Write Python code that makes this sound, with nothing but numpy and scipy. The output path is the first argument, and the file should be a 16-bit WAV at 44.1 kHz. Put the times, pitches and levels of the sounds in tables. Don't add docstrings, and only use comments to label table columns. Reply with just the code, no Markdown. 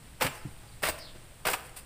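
import sys
import numpy as np
from scipy import signal
from scipy.fft import rfft, irfft
from scipy.io import wavfile

SR = 44100
rng = np.random.default_rng(int(sys.argv[2]) if len(sys.argv) > 2 else 0)


def wrap_up_sound(samples):
    columns = np.atleast_2d(samples).T
    tamed = np.clip(columns, -1, 1)
    steps = np.round(tamed * 32767).astype(np.int16)
    wavfile.write(sys.argv[1], SR, steps)


def makeup_ratio(level_db):
    decades = np.asarray(level_db, float) / 20
    return 10 ** decades


N = 81585

# f/Hz, level/dB per Hz
WIND_SPECTRUM = [(20, -5.5), (45, -15.5), (115, -11.5), (200, -23.5), (400, -28.5), (800, -30.5),
                 (3000, -34.5), (5200, -40)]
# f/Hz, level/dB per Hz
HISS_SPECTRUM = [(4800, -37), (6300, -15), (7600, -1), (8600, 2.5), (10000, -2), (11200, -10),
                 (15500, -6.5)]
# t/s, slap level/dB, slap t60/s, grit level/dB, sole hollow f/Hz
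STAMPS = [(.201, -45.5, 0.052, -43, 1500), (.2095, -26, 0.16, -31, 577), (.2205, -24.5, 0.061, -21, 1410),
          (.225, -26.5, 0.032, -38, 970), (.239, -31.5, 0.063, -38, 550), (.246, -30, .05, -30, 730),
          (.2645, -27, 0.064, -30.5, 2450), (.8215, -45.5, 0.071, -39, 865),
          (.828, -33.5, 0.029, -31, 2560), (.8335, -23, 0.083, -26.5, 1436),
          (.851, -27.5, 0.035, -27.5, 2620), (.860, -31.5, 0.14, -34, 2030), (.869, -35, 0.12, -30.5, 1090),
          (.885, -27.5, 0.052, -23, 2090), (.896, -32.5, 0.017, -31.5, 930), (1.452, -25, 0.057, -30, 697),
          (1.468, -21.5, 0.022, -22.5, 1030), (1.473, -23, .05, -42, 1400), (1.485, -22, 0.038, -46, 1020),
          (1.499, -39, 0.028, -28, 1210), (1.513, -38, 0.028, -29.5, 915), (1.532, -27.5, 0.072, -24, 2430),
          (1.539, -26.5, 0.043, -44, 930)]
# t/s, length/s, dull level/dB, grit level/dB
BLURS = [
    (0.207, .068, -31, -36.5),
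    (0.851, 0.06, -32, -36),
    (1.449, 0.095, -32.5, -37),
]
# t/s, length/s, drag level/dB, dull level/dB
SCUFFS = [(.32, 0.084, -50, -58.5), (0.978, 0.022, -48.5, -49), (1.146, 0.032, -72, -54.5),
          (1.636, 0.049, -51, -75), (1.692, 0.0063, -48.5, -61), (1.761, 0.024, -39, -49.5),
          (1.778, 0.027, -44.5, -54.5), (1.804, 0.0096, -53, -60.5), (0.556, 0.011, -81, -57.5),
          (0.644, 0.009, -72, -68), (0.41, 0.061, -64, -61)]
# f/Hz, level/dB per Hz
SLAP_SPECTRUM = [(90, -26.5), (410, -8.5), (500, -0.5), (1050, -2.5), (2700, -3.5), (3600, -9.5),
                 (6000, -18), (12000, -32.5)]
# f/Hz, level/dB per Hz
GRIT_SPECTRUM = [(2000, 2), (3300, -17), (4700, -1), (6400, -11.5), (8500, 4), (10000, -2.5), (11800, -6.5),
                 (15300, 0.5)]
# f/Hz, level/dB per Hz
DRAG_SPECTRUM = [(1500, -22), (2600, -2), (3500, -11), (4800, -4), (6400, -14), (8800, 3), (11500, -7.5),
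                 (15300, -7.5)]
# f/Hz, t60/s
YARD_T60 = [(150, 1), (700, 0.75), (2500, 0.58), (5000, 0.49), (12000, 0.41)]
# t/s, level/dB, f/Hz, t60/s
THUMPS = [(0.242, -32.5, 139.8, 0.15), (0.259, -23, 128, 0.033), (0.246, -39.5, 272, 0.13),
          (.449, -32.5, 132, 0.092), (0.449, -38.5, 294, 0.079), (.452, -45.5, 199, .12),
          (0.837, -42.5, 167.3, 0.11), (0.828, -38, 415, 0.068), (0.889, -42, 71, 0.126),
          (1.154, -48, 347, 0.057), (1.154, -51, 200, 0.056), (1.457, -35, 148.6, 0.067),
          (1.541, -61, 250, .08)]
# t/s, length/s, start f/Hz, end f/Hz
CHIRPS = [
    (.28, .03, 7550, 7400),
    (.305, .055, 7200, 5950),
    (.355, .075, 6000, 4500),
    (.668, .035, 4750, 4600),
    (.885, .055, 4850, 4750),
    (.62, .12, 810, 800),
    (1.29, .05, 620, 610),
]
CHIRP_LEVELS = [-51, -55, -61, -63.5, -54.5, -65, -59]
# t/s, length/s, start f/Hz, end f/Hz
CHURRS = [
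    (.985, .06, 5150, 4700),
    (1.015, .065, 4500, 4000),
    (1.06, .06, 4700, 3900),
    (1.065, .055, 3700, 3200),
    (.712, .035, 4300, 3900),
]
CHURR_LEVELS = [-48.5, -47.5, -63, -53.5, -59.5]

WIND_DB, HISS_DB = -49.5, -59
HUM_HZ, HUM_WIDTH_HZ, HUM_DB = 63.1, 5, -62
SLAP_RISE_S, GRIT_RISE_S, GRIT_T60_S = 0.00097, 0.00067, 0.079
GRAINS_PER_S, GRAIN_SPREAD_DB = 12000, 3.5
SOLE_CYCLES, SOLE_DB, CRACK_DB = 15, -1.5, -2
BLUR_FADE_DB, DRAG_FADE_DB, NOTE_FADE_DB = -6.5, -1.5, -3.5
YARD_DB, YARD_GRIT_DB, YARD_BIRDS_DB, FIRST_WALL_S = -11.5, -13.5, -9.5, 0.006
CHIRP_WIDTH_HZ, CHURR_WIDTH_HZ = 35, 380
MIC_TOP_HZ = 15480


def rms_one(x):
    return x / np.sqrt(np.mean(x ** 2) + 1e-20)


def at_hz(points, hz):
    table = np.array(points)
    return np.interp(np.log(hz), np.log(table[:, 0]), table[:, 1])


def colour(x, spectrum):
    size = 8192
    hz = np.maximum(np.fft.rfftfreq(size, 1 / SR), 1)
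    cepstrum = irfft(np.log(makeup_ratio(at_hz(spectrum, hz))))
    cepstrum[1:size // 2] *= 2
    cepstrum[size // 2 + 1:] = 0
    pulse = irfft(np.exp(rfft(cepstrum)))
    return signal.fftconvolve(x, pulse / np.sqrt(np.sum(pulse ** 2)))[:N]


def resonate(x, hz, width_hz):
    r = np.exp(-np.pi * width_hz / SR)
    top = np.array([1, 0, -1]) * (1 - r * r) / 2
    return signal.lfilter(top, [1, -2 * r * np.cos(2 * np.pi * hz / SR), r * r], x)


def time_since(s):
    return np.maximum(np.arange(N) / SR - s, 0)


def share_of(s, length):
    return np.clip((np.arange(N) / SR - s) / length, 0, 1)


def strike(s, db, rise_s, t60):
    t = time_since(s)
    return makeup_ratio(db) * (1 - np.exp(-t / rise_s)) * np.exp(-np.log(1000) * t / max(t60, 0.004))


def swell(s, length, db, fade_db=0):
    share = share_of(s, length)
    return makeup_ratio(db + fade_db * share) * np.sqrt(np.sin(np.pi * share).clip(0))


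def power_sum(envelopes):
    return np.sqrt(np.sum(np.square(envelopes), axis=0))


def drift(rate):
    r = np.exp(-80 * np.pi * rate / SR)
    slow = signal.lfilter([1], [1, -2 * r, r * r], rng.standard_normal(N // 40 + 2002))
    slow = slow[2000:]
    return np.interp(np.arange(N) / 40, np.arange(len(slow)), rms_one(slow))


def air():
    white = rng.standard_normal((3, N))
    wind = colour(white[0], WIND_SPECTRUM + [(SR / 2, -70)]) * makeup_ratio(0.88 * drift(6))
    hiss = colour(white[1], HISS_SPECTRUM) * makeup_ratio(0.6 * drift(6))
    hum = rms_one(resonate(white[2], HUM_HZ, HUM_WIDTH_HZ))
    return makeup_ratio(WIND_DB) * wind + makeup_ratio(HISS_DB) * hiss + makeup_ratio(HUM_DB) * hum


def grains():
    sizes = makeup_ratio(GRAIN_SPREAD_DB * np.minimum(rng.exponential(1, N), 4)) * rng.choice([-1, 1], N)
    clicks = sizes * (rng.random(N) < GRAINS_PER_S / SR)
    return rms_one(clicks + 0.37 * rng.standard_normal(N))


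def sole_slaps(slaps):
    blurs = [swell(s, d, db, BLUR_FADE_DB) for s, d, db, _ in BLURS]
    dull_scuffs = [swell(s, d, db) for s, d, _, db in SCUFFS]
    push = power_sum(slaps + dull_scuffs + blurs) * grains()
    for s, db, *_ in STAMPS:
        start = int(s * SR) + 30
        push[start:start + 12] -= makeup_ratio(db + CRACK_DB) * np.hanning(12)
    return colour(push, SLAP_SPECTRUM)


def sole_hollows(slaps):
    sand, out = grains(), 0
    for envelope, (*_, hz) in zip(slaps, STAMPS):
        width_hz = hz / SOLE_CYCLES * 2
        ring = resonate(envelope * sand + 1e-18, hz, width_hz)
        out = out + makeup_ratio(SOLE_DB) * ring * np.sqrt(SR / np.pi / width_hz)
    return out


def grit_and_scuffs():
    crushed = [strike(s, db, GRIT_RISE_S, GRIT_T60_S) for s, _, _, db, _ in STAMPS]
    blurs = [swell(s, d, db) for s, d, _, db in BLURS]
    drags = [swell(s, d, db, DRAG_FADE_DB) ** 2 / makeup_ratio(db) for s, d, db, _ in SCUFFS]
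    grit = colour(power_sum(crushed + blurs) * grains(), GRIT_SPECTRUM)
    return grit + colour(power_sum(drags) * grains(), DRAG_SPECTRUM)


def bands(x, low_hz, count):
    edges = np.minimum(low_hz * 2 ** (np.arange(count + 1) / 3), 19000)
    out = []
    for a, b in zip(edges, edges[1:]):
        sos = signal.butter(2, [a, b], "band", fs=SR, output="sos")
        out.append((np.sqrt(a * b), signal.sosfilt(sos, x)))
    return out


def yard(x):
    t = np.arange(SR) / SR
    draws = [bands(white, 68.3, count=24) for white in rng.standard_normal((2, SR))]
    tail = np.zeros(SR)
    for k, (hz, _) in enumerate(draws[0]):
        tail += draws[k % 2][k][1] * np.exp(-np.log(1000) * t / at_hz(YARD_T60, hz))
    tail *= 1 - np.exp(-(t / FIRST_WALL_S) ** 2)
    return signal.fftconvolve(x, tail / np.sqrt(np.sum(tail ** 2)))[:N]


def thumps():
    out = np.zeros(N)
    for s, db, hz, t60 in THUMPS:
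        t = time_since(s)
        ring = np.sin(2 * np.pi * hz * t * (1 + 0.11 * np.exp(-t / 0.014)))
        out += strike(s, db + 9.5, 0.0068, t60) * ring
    return out


def note(s, length, from_hz, to_hz, db, width_hz):
    hz = from_hz + (to_hz - from_hz) * share_of(s, length)
    phase = 2 * np.pi * np.cumsum(hz) / SR
    lowpass = signal.butter(2, width_hz, fs=SR, output="sos")
    blur = rms_one(signal.sosfilt(lowpass, rng.standard_normal((2, N))))
    return swell(s, length, db, NOTE_FADE_DB) * (blur[0] * np.sin(phase) + blur[1] * np.cos(phase))


def birds():
    chirps = sum(note(*c, db, CHIRP_WIDTH_HZ) for c, db in zip(CHIRPS, CHIRP_LEVELS))
    churrs = sum(note(*c, db, CHURR_WIDTH_HZ) for c, db in zip(CHURRS, CHURR_LEVELS))
    return chirps + churrs


def scene():
    slaps = [strike(s, db, SLAP_RISE_S, t60) for s, db, t60, _, _ in STAMPS]
    body = sole_slaps(slaps)
    hollow = sole_hollows(slaps)
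    grit = grit_and_scuffs()
    song = birds()
    walls = yard(makeup_ratio(YARD_DB) * body + makeup_ratio(YARD_GRIT_DB) * grit + makeup_ratio(YARD_BIRDS_DB) * song)
    return (air() + body + hollow + grit + walls + thumps() + song)[None]


def roll_off(x):
    return signal.sosfilt(signal.butter(12, 16800, fs=SR, output="sos"), x)


def record(dry):
    top_cut = signal.ellip(10, 0.5, 60, MIC_TOP_HZ, fs=SR, output="sos")
    mix = signal.sosfilt(top_cut, dry)
    return roll_off(mix)


dry = scene()
out = record(dry)
wrap_up_sound(out)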